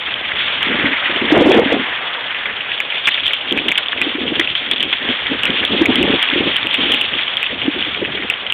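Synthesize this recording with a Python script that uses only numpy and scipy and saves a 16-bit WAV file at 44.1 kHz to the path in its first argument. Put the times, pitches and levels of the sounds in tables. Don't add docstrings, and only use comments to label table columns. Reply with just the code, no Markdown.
import sys
import numpy as np
from scipy import signal
from scipy.fft import rfft, irfft
from scipy.io import wavfile
from scipy.ndimage import uniform_filter1d

SR = 44100
rng = np.random.default_rng(int(sys.argv[2]) if len(sys.argv) > 2 else 0)


def volts_from_decibels(level):
    exponent = np.asarray(level, float) / 20
    return 10 ** exponent


def pcm_store(signal):
    levels = np.round(np.clip(np.atleast_2d(signal), -1, 1) * 32767)
    wavfile.write(sys.argv[1], SR, levels.astype(np.int16).T)


N = 376173


def rms_one(x):
    return x / np.sqrt(np.mean(x ** 2) + 1e-20)


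def in_time(rows):
    s, *columns = np.transpose(rows)
    return [np.interp(np.arange(N) / SR, s, c) for c in columns]


def at_hz(points, hz):
    point_hz, point_db = np.transpose(points)
    return np.interp(np.log(hz), np.log(point_hz), point_db)


def between(low_hz, high_hz, share):
    return low_hz * (high_hz / low_hz) ** share


def drift(rate_hz):
    pole = np.exp(-80 * np.pi * rate_hz / SR)
    noise = rng.standard_normal(N // 40 + 2002)
    slow = signal.lfilter([1], [1, -2 * pole, pole * pole], noise)[2000:]
    rounded = 2 * np.tanh(rms_one(slow) / 2)
    return np.interp(np.arange(N) / 40, np.arange(len(slow)), rounded)


def ring(x, hz, cycles):
    radius, angle = volts_from_decibels(-60 * hz / (cycles * SR)), 2 * np.pi * hz / SR
    return signal.lfilter([1, 0, -1], [1, -2 * radius * np.cos(angle), radius * radius], x + 1e-18)


def coloured(spectrum):
    hz = np.maximum(np.fft.rfftfreq(N, 1 / SR), 1)
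    return rms_one(irfft(rfft(rng.standard_normal(N)) * volts_from_decibels(at_hz(spectrum, hz)), N))


def add_ring(out, s, height, hz, rise_s):
    t = np.arange(round(8 * rise_s * SR)) / SR
    envelope = height * t / rise_s * np.exp(1 - t / rise_s)
    at = max(round((s - rise_s) * SR), 0)
    out[at:at + len(t)] += (envelope * np.cos(2 * np.pi * hz * (t - rise_s)))[:N - at]


# pitch_hz [Hz], level_db [dB per Hz]
RAIN_SPECTRUM = [(24, -55.5), (40, -12.5), (482, -31), (1180, -23), (3190, 13), (3500, 18), (4550, -40.5),
                 (7700, -120)]


def patter(low_hz, high_hz, per_s, spread_db, cycles, hiss_db, patchy_db, together_db):
    sizes = volts_from_decibels(spread_db * np.minimum(rng.exponential(1, N), 4)) * rng.choice([-1, 1], N)
    born = rng.random(N) < per_s * volts_from_decibels(together_db) / SR
    dealt = rng.integers(0, 6, N)
    far = rng.standard_normal((2, N))
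    out = np.zeros(N)
    for k, hz in enumerate(np.geomspace(low_hz, high_hz, 6)):
        near = rms_one(ring(sizes * born * (dealt == k), hz, cycles))
        hiss = volts_from_decibels(hiss_db + patchy_db * drift(19.4)) * rms_one(ring(far[k % 2], hz, cycles))
        out += volts_from_decibels(at_hz(RAIN_SPECTRUM, hz)) * np.sqrt(hz) * (near + hiss)
    return rms_one(out)


# start_s [s], nearness_db [dB], turn_to_spout_db [dB]
DOWNPOUR = [(0.0, -26.5, 2), (0.31, -24, 1.3), (0.88, -19.5, -2.5), (1.21, -20.5, -0.5), (1.65, -22, -1),
            (2.1, -26, 0), (2.5, -26.5, -1), (3.18, -27, 5), (3.92, -26, 1.5), (4.9, -27.5, 4),
            (5.1, -24, 0.5), (5.56, -22.5, 1.6), (5.95, -22.5, 3), (6.25, -19.5, 2), (6.5, -23, 3),
            (6.9, -22, 4), (7.55, -27.5, 2.5), (8.53, -27.5, 2)]


def rain():
    near_db, turn_db = in_time(DOWNPOUR)
    leaf_db, spray_db = near_db - turn_db, near_db + turn_db
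    car_s, car_pass_s, car_rise_db = 2.05, 0.24, 7
    car_db = car_rise_db * np.exp(-((np.arange(N) / SR - car_s) / car_pass_s) ** 2)
    puddle_db = -31.5 + near_db - near_db.mean() + car_db
    bunches_db = 4.0 * drift(12) + 4.0 * drift(35)
    puddles = patter(510, 1177, 1300, 2.3, 11.0, 1.6, 5.3, bunches_db)
    leaves = patter(1550, 2063, 1200, 2.6, 6.3, 0.6, 8.0, bunches_db)
    spray = patter(2430, 4200, 1500, 2.6, 11.6, 0.83, 6.3, bunches_db)
    roar = rms_one(signal.sosfilt(signal.butter(3, 520, fs=SR, output="sos"), coloured(RAIN_SPECTRUM)))
    out = volts_from_decibels(puddle_db - 5.5) * puddles
    out += volts_from_decibels(leaf_db - 1.0) * leaves
    out += volts_from_decibels(spray_db + 1.0) * spray
    return out + volts_from_decibels(-37.5 + 0.6 * drift(27)) * roar


SPLASH_LEAD_S = 0.0016
# start_s [s], level_db [peak dB], pitch_hz [Hz]
SPLASHES = [(2.4561, -6.5, 2203), (3.1754, -6, 2576), (3.233, -7, 3320), (3.2578, -4.5, 3210),
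            (3.5744, -2, 2490), (3.9751, -9, 2810), (4.3539, -1.5, 3330), (4.4445, -6.5, 3470),
            (4.7601, -6.5, 3380), (5.6305, -2, 2060), (6.5589, -1.5, 2990), (7.807, -2, 3560),
            (8.4998, -7, 3140), (2.346, -8, 2760), (2.6064, -7, 2880), (2.9015, -10, 3130),
            (2.9215, -8, 2370), (2.956, -10, 2220), (3.3071, -8, 2165), (3.92, -3, 3300),
            (6.5138, -8.5, 2980), (6.8037, -5, 2860), (7.2791, -8, 3070), (7.463, -8.5, 2710),
            (7.6167, -5.5, 2880), (7.848, -9, 3430), (7.9465, -10, 2410), (8.049, -6, 2610),
            (8.1737, -11, 2030), (8.4648, -5, 3080)]
# burst_s [s], level_db [peak dB], pitch_hz [Hz], crack_db [dB above 6 kHz]
TORRENTS = [(2.8034, -6.5, 2354, -33.5), (3.0735, 13.5, 2595, -23.5), (3.145, -0.5, 3420, -29.5),
            (3.335, 2, 3080, -27.5), (3.6842, 5.5, 3420, -25), (3.7777, 8, 3280, -25),
            (4.0164, 3, 2530, -46), (4.397, 9, 3344, -20), (4.5533, 1, 3230, -35.5),
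            (4.714, 8.5, 3420, -13.5), (4.8057, 1, 3250, -26.5), (4.8288, 1.5, 3090, -32.5),
            (4.9292, 7, 3340, -40), (5.4347, -2.5, 2830, -42.5), (5.4551, -3, 2660, -34),
            (5.857, -1.5, 2373, -30), (6.228, -1.5, 3240, -15.5), (6.744, 6, 2570, -40),
            (7.3705, -1, 3300, -27.5), (7.43, -3, 2625, -36.5), (8.3007, 0, 2674, -14)]


def landings():
    return SPLASHES + [(s - SPLASH_LEAD_S, peak_db, hz) for s, peak_db, hz, _ in TORRENTS]


def splashes():
    size = 4000
    out = np.zeros(N + size)
    decay = volts_from_decibels(-60 * np.arange(size) / SR / 0.05)
    for s, peak_db, hz in landings():
        pick, sign = rng.random((2, size))
        crackle = (sign - 0.5) * (pick < 3200 / SR) * decay
        sound = ring(crackle, hz, 7.1) + 0.94 * ring(crackle, 2300, 5.1) + 0.1 * ring(crackle, 1800, 1.8)
        at = round(s * SR)
        out[at:at + size] += volts_from_decibels(peak_db - 4.0) * sound / np.abs(sound).max()
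    return out[:N]


def lesser_drops(count=20):
    fallback_s, fallback_db = 0.014, -9
    low_hz, high_hz = 2060, 3400
    stray_db, stray_spread_db, stray_from_s = -10.5, 3.5, 2.3
    rows = [(s + SPLASH_LEAD_S, fallback_db + 3.5 + 0.58 * peak_db, hz) for s, peak_db, hz in SPLASHES]
    for s, peak_db, hz in landings():
        first, second, pitch = rng.random(3)
        level_db = fallback_db + 0.6 * min(peak_db, 0)
        rows.append((s + fallback_s * (0.3 + 0.3 * first), level_db, hz))
        rows.append((s + fallback_s * (0.6 + 0.4 * second), level_db - 4.5, between(low_hz, high_hz, pitch)))
    for k in range(count):
        place, size, pitch = rng.random(3)
        s = stray_from_s + (N / SR - stray_from_s) * (k + place) / (count + 1)
        level_db = stray_db + stray_spread_db * (size - 0.5)
        rows.append((s, level_db, between(low_hz, high_hz, np.sqrt(pitch))))
    return rows


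# peak_s [s], level_db [peak dB], pitch_hz [Hz]
DROPS = [(0.1415, -5, 3240), (0.3194, -7, 2060), (0.4833, -7.5, 3010), (0.798, -4.5, 2110),
         (0.9323, -6, 2220), (1.162, -6, 2950), (1.519, 0, 2490), (2.7184, -7, 2630), (3.057, 0, 3400),
         (3.206, -9.5, 3360), (3.5103, -3.5, 3290), (3.5895, -4, 2490), (3.708, -11.5, 3020),
         (3.756, -6.5, 3180), (3.885, -3.5, 3480), (3.9314, -6, 1735), (4.28, -7, 2950),
         (4.4125, -2.5, 2010), (4.4748, -3.5, 2680), (4.7354, -1, 3600), (4.7816, -7.5, 3440),
         (5.0897, -6, 3110), (5.269, -5, 3390), (6.3016, -2.5, 3450), (6.337, -5.5, 3010),
         (6.6305, -3, 3500), (6.7118, -4, 3320), (7.1392, -5.5, 2980), (7.192, -8.5, 2330),
         (8.3392, -7.5, 2980)]


def drops():
    out = np.zeros(N)
    for s, peak_db, hz in DROPS + lesser_drops():
        add_ring(out, s, volts_from_decibels(peak_db - 1.0), hz, 0.0006)
        add_ring(out, s, volts_from_decibels(peak_db - 10.0), 0.71 * hz, 0.0004)
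    return out


# peak_s [s], crack_db [dB above 6 kHz], pitch_hz [Hz]
FAT_DROPS = [(0.6298, -31.5, 3080), (3.078, -22.5, 2100), (3.0866, -31.5, 2570), (3.0901, -43.5, 1920),
             (3.2661, -23, 3340), (3.28, -30.5, 3160), (3.5249, -33.5, 3230), (3.687, -45.5, 2730),
             (3.717, -36.5, 2380), (3.7213, -31, 2240), (3.7812, -26, 2975), (4.3998, -26, 1926),
             (5.5048, -45, 3220), (5.6513, -18.5, 3420), (5.861, -38, 2245), (5.9574, -20.5, 3160),
             (6.029, -32, 2737), (6.2885, -61.5, 2690), (6.5667, -30.5, 3210), (6.6703, -42.5, 2840),
             (6.92, -33.5, 3110), (6.924, -28, 3146), (6.9397, -29.5, 3150), (6.9458, -35, 2550),
             (7.0126, -29.5, 3060), (7.0166, -44, 2760), (7.826, -51.5, 3020), (8.524, -29, 2810)]


def fat_drops():
    out = np.zeros(N)
    torrent_bursts = [(s, crack_db, hz) for s, _, hz, crack_db in TORRENTS]
    for s, crack_db, hz in FAT_DROPS + torrent_bursts:
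        add_ring(out, s, 0.63 + 1.63 * volts_from_decibels(crack_db * 0.6), hz, 0.0005)
    return out


# start_s [s], hold_s [s], buffeting_db [dB], flutter_db [dB]
GUSTS = [(0.044, 0.64, -44, -33.5), (0.679, 0.21, -21.5, -30), (1.08, 0.14, -28, -29),
         (1.24, .03, -18, -25), (1.338, 0.25, -14, -11.5), (1.619, .13, -20.5, -19),
         (1.786, 0.011, -17, -29), (3.509, 0.17, -24.5, -30.5), (3.973, 0.28, -30.5, -34.5),
         (4.117, 0.2, -26, -33), (4.398, 0.0086, -20.5, -31.5), (4.656, .25, -29.5, -37),
         (5.047, 0.064, -27.5, -34), (5.307, 0.023, -23.5, -35), (5.499, 0.014, -18, -30),
         (5.6, 0.067, -30.5, -32), (5.722, .05, -21.5, -31.5), (5.81, 0.19, -17, -24),
         (5.989, 0.15, -16, -25), (6.332, 0.15, -21, -34), (6.642, .01, -26.5, -38),
         (6.813, 0.062, -18.5, -25.5), (6.919, 0.089, -28.5, -29.5), (7.16, 0.013, -25.5, -33),
         (7.531, .01, -30, -39), (7.68, .003, -20, -24), (7.762, 0.026, -26.5, -40),
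         (7.876, .04, -33.5, -44), (8.023, .04, -22.5, -38), (8.146, .1, -28, -38),
         (8.34, 0.085, -40, -36.5)]


def gust_levels():
    rise_db_per_s, fall_db_per_s = 349.5, 300
    calm_db, calm_flutter_db = -57, -37
    t = np.arange(0, N / SR + 0.002, 0.002)
    start, hold, buffet_db, flutter_db = np.transpose(GUSTS)[:, :, None]
    loss_db = rise_db_per_s * np.maximum(start - t, 0) + fall_db_per_s * np.maximum(t - start - hold, 0)
    buffet = np.maximum((buffet_db - loss_db).max(axis=0), calm_db)
    flutter = np.maximum((flutter_db - loss_db).max(axis=0), calm_flutter_db)
    return in_time(np.transpose([t, buffet, flutter]))


# pitch_hz [Hz], level_db [dB per Hz]
BUFFET_SPECTRUM = [(15, -64), (25, -36), (64, -13.5), (140, -17), (259, -0.5), (335, -3.5), (583, -12),
                   (647, -30), (900, -22), (1170, -64), (1980, -120)]


def wind():
    buffet_db, flutter_db = gust_levels()
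    lumps_db = 5.64 * drift(33)
    low = volts_from_decibels(buffet_db + lumps_db - 4.0) * coloured(BUFFET_SPECTRUM)
    band = signal.butter(2, [430, 820], "band", fs=SR, output="sos")
    flutter = rms_one(signal.sosfilt(band, rng.standard_normal(N)))
    return low + volts_from_decibels(flutter_db + lumps_db - 7.0) * flutter


def eddy_run(count=15):
    start_s, spacing_s, first_db, last_db = 1.356, 0.0168, -8, -4.5
    rows = []
    for k in range(count):
        late, size, pitch = rng.random(3)
        s = start_s + spacing_s * (k + 0.5 * (late - 0.5))
        level_db = first_db + (last_db - first_db) * k / count + 3.2 * (size - 0.5)
        rows.append((s, level_db, between(280, 480, pitch)))
    return rows


# start_s [s], level_db [peak dB], pitch_hz [Hz]
THUMPS = [(0.843, -13.5, 298), (0.884, -16, 280), (1.236, -12, 368), (1.321, 4, 309), (1.416, -0.5, 500),
          (1.658, -5, 268.5), (1.488, 0.5, 370), (1.592, 0, 474), (1.72, -3, 470), (1.739, -4.5, 284),
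          (1.795, -13.5, 268), (4.066, -12, 311), (4.15, -11.5, 296), (4.183, -13, 365),
          (4.252, -18.5, 463), (4.317, -11.5, 312), (4.394, -8.5, 336), (5.315, -14.5, 270),
          (5.497, -13, 234), (5.727, -13.5, 216), (5.762, -10.5, 262), (5.814, 0.5, 330),
          (5.887, -9.5, 324), (5.982, -10.5, 270), (6.357, -9.5, 349), (7.679, -3.5, 291), (7.76, -17, 352),
          (1.467, -2, 318), (1.51, -4.5, 477), (1.571, -4, 337)]


def thumps():
    out = np.zeros(N)
    for s, peak_db, hz in THUMPS + eddy_run():
        add_ring(out, s + 0.004, volts_from_decibels(peak_db - 3.5), hz, 0.004)
    return out


# pitch_hz [Hz], level_db [dB per Hz]
RUMBLE_SPECTRUM = [(15, -44), (25, -11.5), (81, -2.5), (310, -9.5), (400, -6.5), (520, -27.5), (880, -120)]


def rumble():
    lull_s, lull_half_s, lull_depth_db = 2.5, 0.81, -11
    lull_db = lull_depth_db * np.exp(-((np.arange(N) / SR - lull_s) / lull_half_s) ** 4)
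    return volts_from_decibels(-44.5 + lull_db + 6.2 * drift(3.7)) * coloured(RUMBLE_SPECTRUM)


def scene():
    near = splashes() + drops()
    lag = round(0.0035 * SR)
    echo = np.concatenate([np.zeros(lag), near[:-lag]])
    thin = signal.butter(2, 260, "high", fs=SR, output="sos")
    steady = signal.sosfilt(thin, rain() + near + volts_from_decibels(-13.0) * echo) + wind()
    steady = steady / (1 + (steady / 0.55) ** 4) ** 0.25
    bursts = fat_drops()
    steady = steady / (1 + 2.5 * uniform_filter1d(np.abs(bursts), size=40))
    return (steady + bursts + thumps() + rumble())[None]


def low_pass(x):
    return signal.sosfilt(signal.butter(12, 15950, fs=SR, output="sos"), x)


# pitch_hz [Hz], level_db [dB]
CONVERTER = [(3350, 1.5), (3600, -2.5), (4000, -16), (4400, -28.5), (4620, -47), (4720, -100)]


def record(dry):
    phone_rate_hz, full_scale = 8000, 0.715
    hz, half = np.fft.rfftfreq(N, 1 / SR), round(phone_rate_hz / 2 * N / SR)
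    phone = irfft(rfft(dry[0])[:half + 1], 2 * half) * 2 * half / N
    low = rfft(np.clip(phone, -full_scale * 0.92, full_scale * 0.92)) * N / (2 * half)
    low = low * hz[:half + 1] / np.hypot(hz[:half + 1], 60.0)
    spectrum = np.zeros(len(hz), complex)
    spectrum[:2 * half + 1] = np.concatenate([low, np.conj(low[-2::-1])])
    smoothing = volts_from_decibels(np.interp(hz, *np.transpose(CONVERTER))) * (hz < 4750)
    wide = irfft(spectrum * smoothing, N)
    mix = np.clip(wide, -full_scale, full_scale)[None]
    return low_pass(mix)


dry = scene()
out = record(dry)
pcm_store(out)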